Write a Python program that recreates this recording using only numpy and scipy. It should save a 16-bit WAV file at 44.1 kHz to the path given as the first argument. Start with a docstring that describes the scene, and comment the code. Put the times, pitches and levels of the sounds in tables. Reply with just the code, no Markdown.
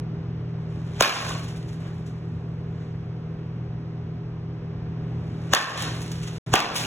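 """An indoor batting cage: three pitched balls are hit, over the hum of the ventilation. Each crack is a sum of
dying barrel tones and a sharp click; the wall and the hall send it back. Shaped noise makes the whoosh before a
hit, the ball in the netting, rustling clothes and shoes on the mat. A gain control ducks the sound after each
hit, and the sound falls silent briefly before the last swing."""
import sys
import numpy as np
from scipy import signal
from scipy.fft import rfft, irfft
from scipy.io import wavfile
from scipy.ndimage import uniform_filter1d, minimum_filter1d

SR = 44100
rng = np.random.default_rng(int(sys.argv[2]) if len(sys.argv) > 2 else 0)


def inscribe(sig):
    """Save sig as 16-bit PCM at rate SR to the path in sys.argv[1].

    A 1-D sig is mono; a 2-D sig holds one channel per row.
    Samples are clipped to [-1, 1] before scaling.
    """
    pcm = np.round(np.clip(np.atleast_2d(sig).T, -1, 1) * 32767)
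    wavfile.write(sys.argv[1], SR, pcm.astype(np.int16))


N = 302510
T = np.arange(N) / SR  # time of every sample in seconds


def amp(db):
    """Turn decibels into a factor."""
    return 10 ** (np.asarray(db) / 20)


def evened(x):
    """Scale a signal to an average power of 1."""
    return x / np.sqrt(np.mean(x ** 2) + 1e-20)


def smooth_noise(shape, size):
    """Random numbers averaged over `size` neighbours, so that they wander slowly."""
    return uniform_filter1d(rng.standard_normal(shape), size=size)


def read(points, hz):
    """Read a curve between its points, on a logarithmic frequency scale."""
    f, value = np.transpose(points)
    return np.interp(np.log(hz + 1), np.log(f + 1), value)


def octave_tilt(hz):
    """How far a treble tilt has come at each frequency: nearly nothing in the bass, 1 at 1 kHz."""
    return np.log2(1 + hz / 1000)


def add(mix, s, sound):
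    """Lay a sound into the mix, starting at s seconds."""
    part = mix[:, round(s * SR):][:, :sound.shape[-1]]
    part += sound[..., :part.shape[1]]


def lifted(spectrum, centre_hz, lift_db):
    """A spectrum lifted round one broad resonance."""
    hz = np.geomspace(100, 16000, 100)
    bump = np.exp(-(np.log2(hz / centre_hz) / .25) ** 2)
    return np.column_stack([hz, read(spectrum, hz) + lift_db * bump])


# The recorder's stereo phase: f/Hz, lead of the left channel/half turns
STEREO_PHASE = [(20, 0), (120, -.02), (400, -.08), (900, -.22), (2100, .38), (3400, .42), (4700, 1),
                (5000, 1), (6350, 2), (7100, 2), (8450, 3), (9500, 3), (10400, 4), (11650, 4), (12500, 5),
                (13700, 5), (14500, 6)]
# Sound from all sides: f/Hz, likeness of left and right (1 = the same)
LIKENESS = [(140, .9995), (300, .96), (650, .78), (1200, .56), (2500, .62), (4500, .98), (7000, .997)]


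def noise(spectrum, size, tilt_db=0):
    """Noise from all sides on two channels, less alike where the channels are a quarter turn apart."""
    hz = np.fft.rfftfreq(size, 1 / SR)
    a, b = rfft(rng.standard_normal((2, size)))
    phase_limit = 1 - .5 * np.sin(np.pi * read(STEREO_PHASE, hz)) ** 2
    same = np.clip(np.minimum(read(LIKENESS, hz), phase_limit), 0, 1)
    mid, side = a * np.sqrt(1 + same), b * np.sqrt(1 - same)
    colour = amp(read(spectrum, hz) + tilt_db * octave_tilt(hz))
    return evened(irfft(np.array([mid + side, mid - side]) * colour, size))


def narrow(hz, width_hz):
    """A second of noise in one narrow band."""
    band = [(hz - 2 * width_hz, -90), (hz - width_hz / 2, -3), (hz, 0),
            (hz + width_hz / 2, -3), (hz + 2 * width_hz, -90)]
    return noise(band, SR)


def click(spectrum, size=1024):
    """The shortest pulse with this spectrum that does not start early, of energy 1."""
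    log_gain = np.log(amp(read(spectrum, abs(np.fft.fftfreq(size, 1 / SR)))))
    pulse = np.fft.ifft(np.exp(np.conj(signal.hilbert(log_gain)))).real
    return pulse / np.linalg.norm(pulse)


def ring(modes, t):
    """A sum of dying sines: each loses 60 dB in its time t60."""
    return sum(amp(db - 60 * t / t60) * np.sin(2 * np.pi * hz * t) for hz, db, t60 in modes)


def burst(spectrum, rise, decay, tilt_db=0):
    """A swell of noise that peaks a quarter of a second in."""
    t = T[:SR] - 1 / 4
    return noise(spectrum, SR, tilt_db) * np.exp(-abs(t) / np.where(t < 0, rise, decay))


def add_burst(mix, peak_s, db, *shape):
    """Lay a burst into the mix so that it peaks at peak_s."""
    add(mix, peak_s - 1 / 4, amp(db) * burst(*shape))


def held(start, stop, rise, decay):
    """A level curve that rises up to start, holds until stop and dies away."""
    return np.exp(np.minimum(T - start, 0) / rise - np.maximum(T - stop, 0) / decay)


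# The three hits: t of the snap/s, squashing time of the ball/s, level/dB, hall level/dB,
# hall treble/dB per octave, wall echo level/dB, thump level/dB, wall distance/factor,
# f of the snap's centre/Hz, tail length/factor, clothes level/dB (levels are relative)
HITS = [(1.0089, 0.0012, 1, 5, 1, 1, -1.5, .98, 6480, 0.97, -52.5),
        (5.5366, 0.002, 6.5, -0.5, 0, -3.5, -11, 0.81, 6310, 1, -51.5),
        (6.5395, 0.0016, -2, 7, -1.5, -1.5, 0, 1.04, 8000, 0.84, -60)]
# Snap at contact: f/Hz, level/dB
SNAP = [(200, -15.5), (1000, -10.5), (3000, 3), (5000, 1), (7200, -1), (10000, -6), (16000, -19)]
# The blow as it fills the hall: f/Hz, level/dB
BLOW = [(60, -27), (200, -7), (400, -9), (700, -3), (1100, -1), (1600, -2.5), (2050, -4.5), (2700, -1.5),
        (3800, -7.5), (4800, -6.5), (7000, -16.5), (10000, -24), (15500, -26.5)]
# The snap as the wall returns it: f/Hz, level/dB
WALL = [(200, -20), (1000, -7), (3000, 0), (5000, 0), (7000, -4), (10000, -12), (16000, -18)]
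# How the barrel feeds the hall: f/Hz, level/dB
RADIATED = [(300, -34), (600, -16), (1100, 2.5), (1700, -0.5), (2500, 3), (4000, -16.5), (8000, -2.5),
            (16000, -16)]
# Echoes of near surfaces: delay t/s before the distance factor, relative level/dB
ECHOES = [(.0046, -11), (0.0131, -11), (0.0154, 0), (0.0167, -15), (.0273, -21.5), (0.039, -19)]
# Slaps from far walls and ceiling: delay t/s, treble/dB per octave, level/dB in hit 1, 2, 3
FAR_ECHOES = [(0.0386, -2.5, 7.5, -2, -4), (0.0531, 0.5, -7.5, -13.5, 10.5), (.064, 2, -6, -18.5, 13),
              (.0875, -0.5, 8.5, 1, 6), (.106, -2.5, -2.5, -6.5, -2)]
# Narrow resonances that linger in the hall: f/Hz, width/Hz, t60/s, level/dB in hit 1, 2, 3
LINGER = [(775, 110, 0.53, -37, -39, -16), (1088, 47, 0.62, -24, -20, -34),
          (1190, 40, 0.54, -29.5, -40, -20), (1650, 50, .4, -13.5, -30.5, -28),
          (1760, 36, 0.47, -22, -17, -28), (1872, 53, .4, -33.5, -20, -35), (2635, 300, .35, -25, -35, -16),
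          (3414, 250, 0.45, -30.5, -27, -19.5)]
LEAD_S = .01  # the knock builds up for this long before the snap
THUMP_AT_S, THUMP_WIDTH_S = 0.0027, 0.0011  # counted from the snap


def bat(strengths_db, far_db, linger_db, squash, level_db, hall_db, tilt_db, wall_db, thump_db,
        distance, snap_hz, tail):
    """The barrel knocks as the ball is squashed, with a snap at the deepest point; walls and hall answer."""
    t, out = T[:SR], np.zeros((2, SR))
    barrel = knock(strengths_db, squash)
    add(out, 0, barrel)
    add(out, LEAD_S, amp(22.0) * click(lifted(SNAP, snap_hz, 5.3)))
    # the flattened ball springs back just after the snap
    spring = (t - THUMP_AT_S) / THUMP_WIDTH_S
    add(out, LEAD_S, -amp(thump_db) * (1 - 2 * spring ** 2) * np.exp(-spring ** 2))
    for delay, db in ECHOES:
        # rough surfaces smear each echo
        scatter = amp(0.5) * noise(SNAP, 1024, -0.4) * np.exp(-t[:1024] / 0.0016)
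        echo = click(WALL) * amp(13.5) + scatter
        add(out, LEAD_S + delay * distance, amp(db + wall_db) * echo)
    for (delay, treble_db, *_), db in zip(FAR_ECHOES, far_db):
        slap = [(hz, gain_db + treble_db * octave_tilt(hz)) for hz, gain_db in BLOW]
        add(out, LEAD_S + delay, amp(db) * click(slap))
    for (hz, width_hz, t60, *_), db in zip(LINGER, linger_db):
        swell = 1 - np.exp(-t / 0.014)
        add(out, LEAD_S, amp(db - 60 * t / t60) * swell * narrow(hz, width_hz))
    add(out, LEAD_S, amp(20.5 + hall_db) * hall(BLOW, tilt_db, tail))
    barrel_in_hall = signal.fftconvolve(barrel[None], hall(RADIATED, length=tail), axes=1)[:, :SR]
    out += amp(-10.0) * barrel_in_hall
    return amp(level_db) * out


# Tones of bat and ball; where the ball meets the barrel sets their strength:
# f/Hz, t60/s, level/dB in hit 1, 2, 3
BARREL = [(365, 0.011, -2.5, -14, 1), (584, 0.0085, 8, -0.5, -6), (752, .017, -15.5, 0.5, 8.5),
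          (1052, 0.021, 4.5, -5.5, -6), (1159, .017, -8.5, -2.5, 4), (1300, 0.018, -12.5, -4.5, -3),
          (1501, 0.011, 1.5, -11, 4), (1616, 0.021, -2, -2.5, -6), (1772, 0.013, -4, -2, -14),
          (2645, .012, -7.5, -12, -5), (2920, .012, -6, -6.5, -15), (3410, .011, -22.5, -13.5, -6),
          (3640, 0.0083, -10.5, -1.5, -23), (6500, 0.008, -8.5, -15, -12)]
# bending waves run slower the lower they are: time to crest at 1 kHz, and their start ahead of the snap
TRAVEL_S, HEAD_START_S = 0.00428, .0032


def knock(strengths_db, squash):
    """Each tone swells while the ball is squashed, then dies; the high ones crest first."""
    out = np.zeros(SR)
    for (hz, t60, *_), db in zip(BARREL, strengths_db):
        age = T[:SR] - LEAD_S + HEAD_START_S - TRAVEL_S / np.sqrt(hz / 1000)
        swell = np.exp(-(np.minimum(age, 0) / squash) ** 2)
        dying = amp(db - 60 * np.maximum(age, 0) / t60)
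        out += dying * swell * np.cos(2 * np.pi * hz * age)
    return out


# How long the hall rings: f/Hz, t60/s before the tail-length factor
HALL = [(100, 1), (500, 0.88), (1100, 0.6), (1800, 0.6), (3000, 0.56), (6000, 0.62), (10000, 0.54),
        (16000, 0.2)]
CLATTER_DB, CLATTER_FADE_S = 2.5, 0.67
BEFORE_WALL_DB = -5  # the tail is faint until the nearest wall answers


def hall(spectrum, tilt_db=0, length=1, first=0.014, patchy_db=2.0):
    """A noise tail of energy 1 that clatters in uneven patches; each pitch range dies at its own speed."""
    hz, t, z = signal.stft(noise(spectrum, SR, tilt_db), SR, nperseg=512)
    patches = uniform_filter1d(rng.standard_normal(z.shape[1:]), size=5, axis=0)
    patches = evened(uniform_filter1d(patches, size=2, axis=1))
    fall_db = 60 * t / (length * read(HALL, hz)[:, None])
    tail = signal.istft(z * amp(patchy_db * patches - fall_db), SR, nperseg=512)[1][:, :SR]
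    t = T[:SR]
    clatter_db = CLATTER_DB * np.exp(-t / CLATTER_FADE_S) * evened(smooth_noise(SR, 50))
    onset = np.where(t < first, amp(BEFORE_WALL_DB), 1 + 0.55 * np.exp(-t / 0.016))
    return evened(tail * amp(clatter_db) * onset) / np.sqrt(SR)


# The low whoosh: f/Hz, level/dB
SWISH = [(40, -17.5), (130, 9), (300, -16), (1000, -14.5), (3500, -23.5), (7000, -22.5), (10000, -39.5),
         (16000, -60)]


def swish(size=4096):
    """A low whoosh grows before each hit, with a short steep hiss just ahead of the crack."""
    before = T[:size][::-1]
    hiss = amp(-6.5) * noise(BLOW, size, 2.3) * np.exp(-before / 0.0024)
    whoosh = amp(-14.5) * noise(SWISH, size) * np.exp(-before / 0.0079)
    return whoosh + hiss


# The first ball whizzes off: start t/s, length/s
WHIZZ = (1.016, .112)
WHIZZ_HZ, WHIZZ_SAG_HZ_PER_S, WHIZZ_DB = 2560, 2400, -16.5  # pitch and level at the start


def whizz(s, length):
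    """A breathy, fluttering whistle that falls as the ball flies off."""
    t = T[:round(length * SR)]
    flutter = smooth_noise((2, len(t)), 350)
    turn = 2 * np.pi * np.cumsum(WHIZZ_HZ - WHIZZ_SAG_HZ_PER_S * t) / SR
    tone = evened(flutter[0] * np.cos(turn) + flutter[1] * np.sin(turn))
    return s, amp(WHIZZ_DB - 28 * t) * signal.windows.tukey(len(t), .2) * tone


# Shoes scuff and tap the mat as the batter recovers:
# t/s, level/dB, rise/s, decay/s, treble/dB per octave
STEPS = [(1.484, -45.5, 0.0051, 0.026, 3), (1.692, -51.5, .006, .022, -1), (1.871, -49, 0.068, 0.033, -6.5),
         (2.065, -54, 0.0042, 0.027, 4), (2.82, -59, 0.09, 0.086, -4), (6.017, -40, .001, 0.018, 8),
         (6.117, -35.5, 0.00074, 0.0083, 7), (6.233, -40.5, 0.0044, 0.016, 3.5),
         (6.278, -38.5, 0.007, 0.014, 1.5), (6.362, -44, 0.0062, 0.0077, 0),
         (6.472, -43.5, 0.0041, 0.069, -14)]
# Single ticks and knocks: late echoes of the third hit, and tugs in the netting:
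# t/s, level/dB, decay/s, treble/dB per octave
TICKS = [(1.396, -51, 0.0099, 13), (1.443, -46.5, 0.0076, 8), (1.57, -53, 0.013, 9.5),
         (1.628, -50, 0.0068, 3), (5.776, -24.5, .006, 2.5), (5.822, -26, .007, 7.5),
         (6.603, -20, 0.0019, 8), (6.6455, -11, 0.0037, -7.5), (6.757, -29.5, 0.0049, -1)]
# The ball stops in the backstop: f/Hz, level/dB
THUD = [(30, -30), (80, -11.5), (160, 3.5), (300, 6), (900, -27.5), (2500, -16), (8000, -74)]
SOLE_HZ, NET_HZ = 6400, 3600  # resonance of the soles and of the net


def cage():
    """Grainy rubbing of net and cloth, steps, ticks and each ball's dull stop, with the hall behind."""
    grain_db = 2.8 * evened(smooth_noise(N, 70))
    out = (clothes() + netting()) * evened(amp(grain_db)) + rattle()
    for s, db, rise, decay, tilt_db in STEPS:
        add_burst(out, s, db, scuff_colour(SOLE_HZ), rise, decay, tilt_db)
    for s, db, decay, tilt_db in TICKS:
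        add_burst(out, s, db, scuff_colour(NET_HZ), .001, decay, tilt_db)
    for _, stop, _, _, thud_db, *_ in CATCHES:
        add_burst(out, stop, thud_db, THUD, .015, .045)
    in_hall = signal.fftconvolve(out.mean(0)[None], hall(SCUFF), axes=1)[:, :N]
    return amp(1.5) * out + amp(-6.5) * in_hall


# Each ball runs into the netting: touch t/s, stop t/s, slap level/dB, drag level/dB, thud level/dB,
# swaying level/dB, treble/dB per octave (levels are relative)
CATCHES = [(1.142, 1.302, -24.5, -39, -39, -62, 5), (5.784, 5.824, -27, -32, -32, -46.5, 4),
           (6.765, 6.844, -21.5, -37, -37, -55, 8.5)]
SLAP_RISE_S, SLAP_DECAY_S, SLAP_TILT_DB = 0.011, 0.024, -2  # the tilt adds to the ball's own treble
DRAG_RISE_S, DRAG_DECAY_S = 0.017, 0.04
SWAY_FALL_DB_PER_S, SWAY_TILT_DB = 11.5, 3.5
# the net twitches as it settles, ever more faintly
TWITCH_GAP_S, TWITCH_DB, TWITCH_FALL_DB_PER_S, TWITCH_TILT_DB = 0.065, -45.5, 23, 4
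TWITCH_RISE_S, TWITCH_DECAY_S = .008, 0.036


def netting(count=12):
    """The ball slaps the net and drags it along until it stops; the net sways and twitches to rest."""
    out, mesh = np.zeros((2, N)), scuff_colour(NET_HZ)
    for touch, stop, slap_db, drag_db, _, sway_db, tilt_db in CATCHES:
        add_burst(out, touch, slap_db, mesh, SLAP_RISE_S, SLAP_DECAY_S, tilt_db + SLAP_TILT_DB)
        drag = held(touch + DRAG_RISE_S, stop, DRAG_RISE_S / 2, DRAG_DECAY_S)
        out += amp(drag_db) * noise(mesh, N, tilt_db) * drag
        sway = amp(sway_db - SWAY_FALL_DB_PER_S * abs(T - stop)) * (T > stop)
        out += sway * noise(SCUFF, N, SWAY_TILT_DB)
        delays = TWITCH_GAP_S * (1 + np.arange(count) + rng.random(count))
        twitches = [amp(TWITCH_DB - TWITCH_FALL_DB_PER_S * d)
                    * held(stop + d, stop + d, TWITCH_RISE_S, TWITCH_DECAY_S) for d in delays]
        out += np.max(twitches, axis=0) * noise(SCUFF, N, TWITCH_TILT_DB)
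    return out


# Cords and fittings of the net: f/Hz, t60/s, relative level/dB
FITTINGS = [(1124, .03, 0), (1520, 0.027, -5), (1910, 0.018, -1), (2370, 0.022, 4.5), (2875, 0.011, 2),
            (3517, .016, -4.5), (4220, 0.024, 0.5), (6020, 0.0072, -3.5), (7100, .007, 2.5),
            (11200, .005, -13)]
RATTLE_PER_S = 260  # ticks of all fittings together
RATTLE_SPREAD_DB, RATTLE_DB, RATTLE_DECAY_S = 5, -41, 0.097


def rattle():
    """Cords and fittings tick at random while a ball shakes the net, then fade once it has stopped."""
    out = np.zeros((2, N))
    for hz, t60, db in FITTINGS:
        struck = rng.random(N) < RATTLE_PER_S / len(FITTINGS) / SR
        ticks = struck * amp(RATTLE_SPREAD_DB * np.minimum(rng.exponential(size=N), 3))
        angle = np.pi / 4 + rng.uniform(-0.62, 0.83, N)  # each tick has its own place, left to right
        placed = ticks * np.array([np.cos(angle), np.sin(angle)])
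        out += signal.oaconvolve(placed, ring([(hz, db, t60)], T[:2048])[None], axes=1)[:, :N]
    shaking = sum(held(touch, stop, DRAG_RISE_S / 2, RATTLE_DECAY_S) for touch, stop, *_ in CATCHES)
    return amp(RATTLE_DB) * evened(out) * shaking


# Rubbing of net, cloth and soles: f/Hz, level/dB
SCUFF = [(150, -5.5), (700, 2), (2000, 2), (3500, 0.5), (6500, -6), (9000, -9), (12000, -23.5),
         (16000, -28)]


def scuff_colour(centre_hz):
    """The spectrum of rubbing on a surface with one resonance."""
    return lifted(SCUFF, centre_hz, 3.3)


# clothes rustle more and more as the batter loads and swings, then calm down
REST_DB, LOAD_DB_PER_S, CALM_DB_PER_S = -79.5, 44, 24


def clothes(lumps_db=2):
    """The rustle of cloth grows fitfully up to each hit and fades after it."""
    swings = [amp(db + np.minimum(LOAD_DB_PER_S * (T - s), CALM_DB_PER_S * (s - T)))
              for s, *_, db in HITS]
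    folds = evened(smooth_noise(N, 1800))
    moving_power = amp(lumps_db * folds) ** 2 * sum(g ** 2 for g in swings)
    return np.sqrt(amp(REST_DB) ** 2 + moving_power) * noise(SCUFF, N)


# Colour of the ventilation's rush: f/Hz, relative level/dB per Hz
AIR = [(15, -49.5), (25, -26), (50, -6.5), (90, -5.5), (120, -4), (170, -5.5), (210, -8.5), (330, -14),
       (430, -16), (560, -21.5), (1100, -26.5), (2700, -36.5), (3800, -42.5), (5100, -43), (7500, -61.5),
       (11000, -67), (15000, -77.5)]
# Loudness of the rush: t/s, level/dB
AIR_DB = [(0, -38), (.9, -38), (2.2, -39), (3.5, -39), (4.4, -39.5), (5.2, -36.5), (6.86, -39)]
# Fan and mains tones: f/Hz, level/dB at the average rush, unsteady part/share of the steady part
HUM = [(88.8, -45, 8.4), (120.05, -35.5, 0.2), (161.26, -35, 0.11), (240.7, -59, .3), (323.4, -54, 0.27),
       (402.5, -49.5, 0.11), (483, -58.5, 0.51), (597, -67, 0.48), (729, -63.5, 0.24)]


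def ventilation():
    """Rush of air and the wavering tones of fan motors and mains, swelling together."""
    level_db = np.interp(T, *np.transpose(AIR_DB))
    out = noise(AIR, N) * amp(level_db)
    offset_hz = np.fft.fftfreq(N, 1 / SR)
    for hz, db, waver in HUM:
        wander = rng.standard_normal(N) + 1j * rng.standard_normal(N)
        # keep only slow wandering, a few times a second
        flutter = np.fft.ifft(np.fft.fft(wander) / (1 + (offset_hz / 5.6) ** 2))
        carrier = np.exp(2j * np.pi * (hz * T + rng.random()))
        tone = (1 + waver * flutter / flutter.std()) * carrier
        out += amp(db + 1.2 * (level_db - level_db.mean())) * evened(tone.real)
    return out


def scene():
    """Three swings over the sounds of the cage and the ventilation."""
    out = ventilation() + cage()
    for k, (s, *blow, _) in enumerate(HITS):
        rush = swish()
        add(out, s - rush.shape[1] / SR, rush)
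        # the last three columns of these tables belong to the three hits
        strengths = [np.transpose(table)[k - len(HITS)] for table in (BARREL, FAR_ECHOES, LINGER)]
        add(out, s - LEAD_S, bat(*strengths, *blow))
    add(out, *whizz(*WHIZZ))
    return out


# The brief silence: start t/s, stop t/s
PAUSE = (6.383, 6.463)
EDGE_HZ = 15900  # upper band limit


def record(dry):
    """Stereo phase, gain control that holds and recovers, soft overload, a brief silence and band limit."""
    lead = np.pi * read(STEREO_PHASE, np.fft.rfftfreq(N, 1 / SR))
    x = irfft(rfft(dry) * np.exp(.5j * lead * np.array([[1], [-1]])), N)
    power_db = 10 * np.log10(abs(uniform_filter1d((x ** 2).mean(0), size=300)) + 1e-12)
    over_db = np.maximum(power_db + 12, 0) * 0.85
    # the gain stays down for 0.11 s, then climbs back at 70 dB per second
    hold = int(.11 * SR) // 2
    held_db = -minimum_filter1d(-over_db, 2 * hold + 1, origin=hold)
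    recovery_db = 70 * T
    duck_db = np.maximum.accumulate(held_db + recovery_db) - recovery_db
    x = np.tanh(x * amp(-uniform_filter1d(duck_db, size=60)))
    x = signal.sosfilt(signal.butter(2, 22, "high", fs=SR, output="sos"), x)
    silent = (T > PAUSE[0]) & (T < PAUSE[1])
    x *= 1 - uniform_filter1d(1. * silent, size=60)  # soft edges
    low_pass = signal.firwin(511, EDGE_HZ, window=("kaiser", 9), fs=SR)
    return signal.oaconvolve(x, low_pass[None], "same", axes=1)


dry = scene()
out = record(dry)
inscribe(out)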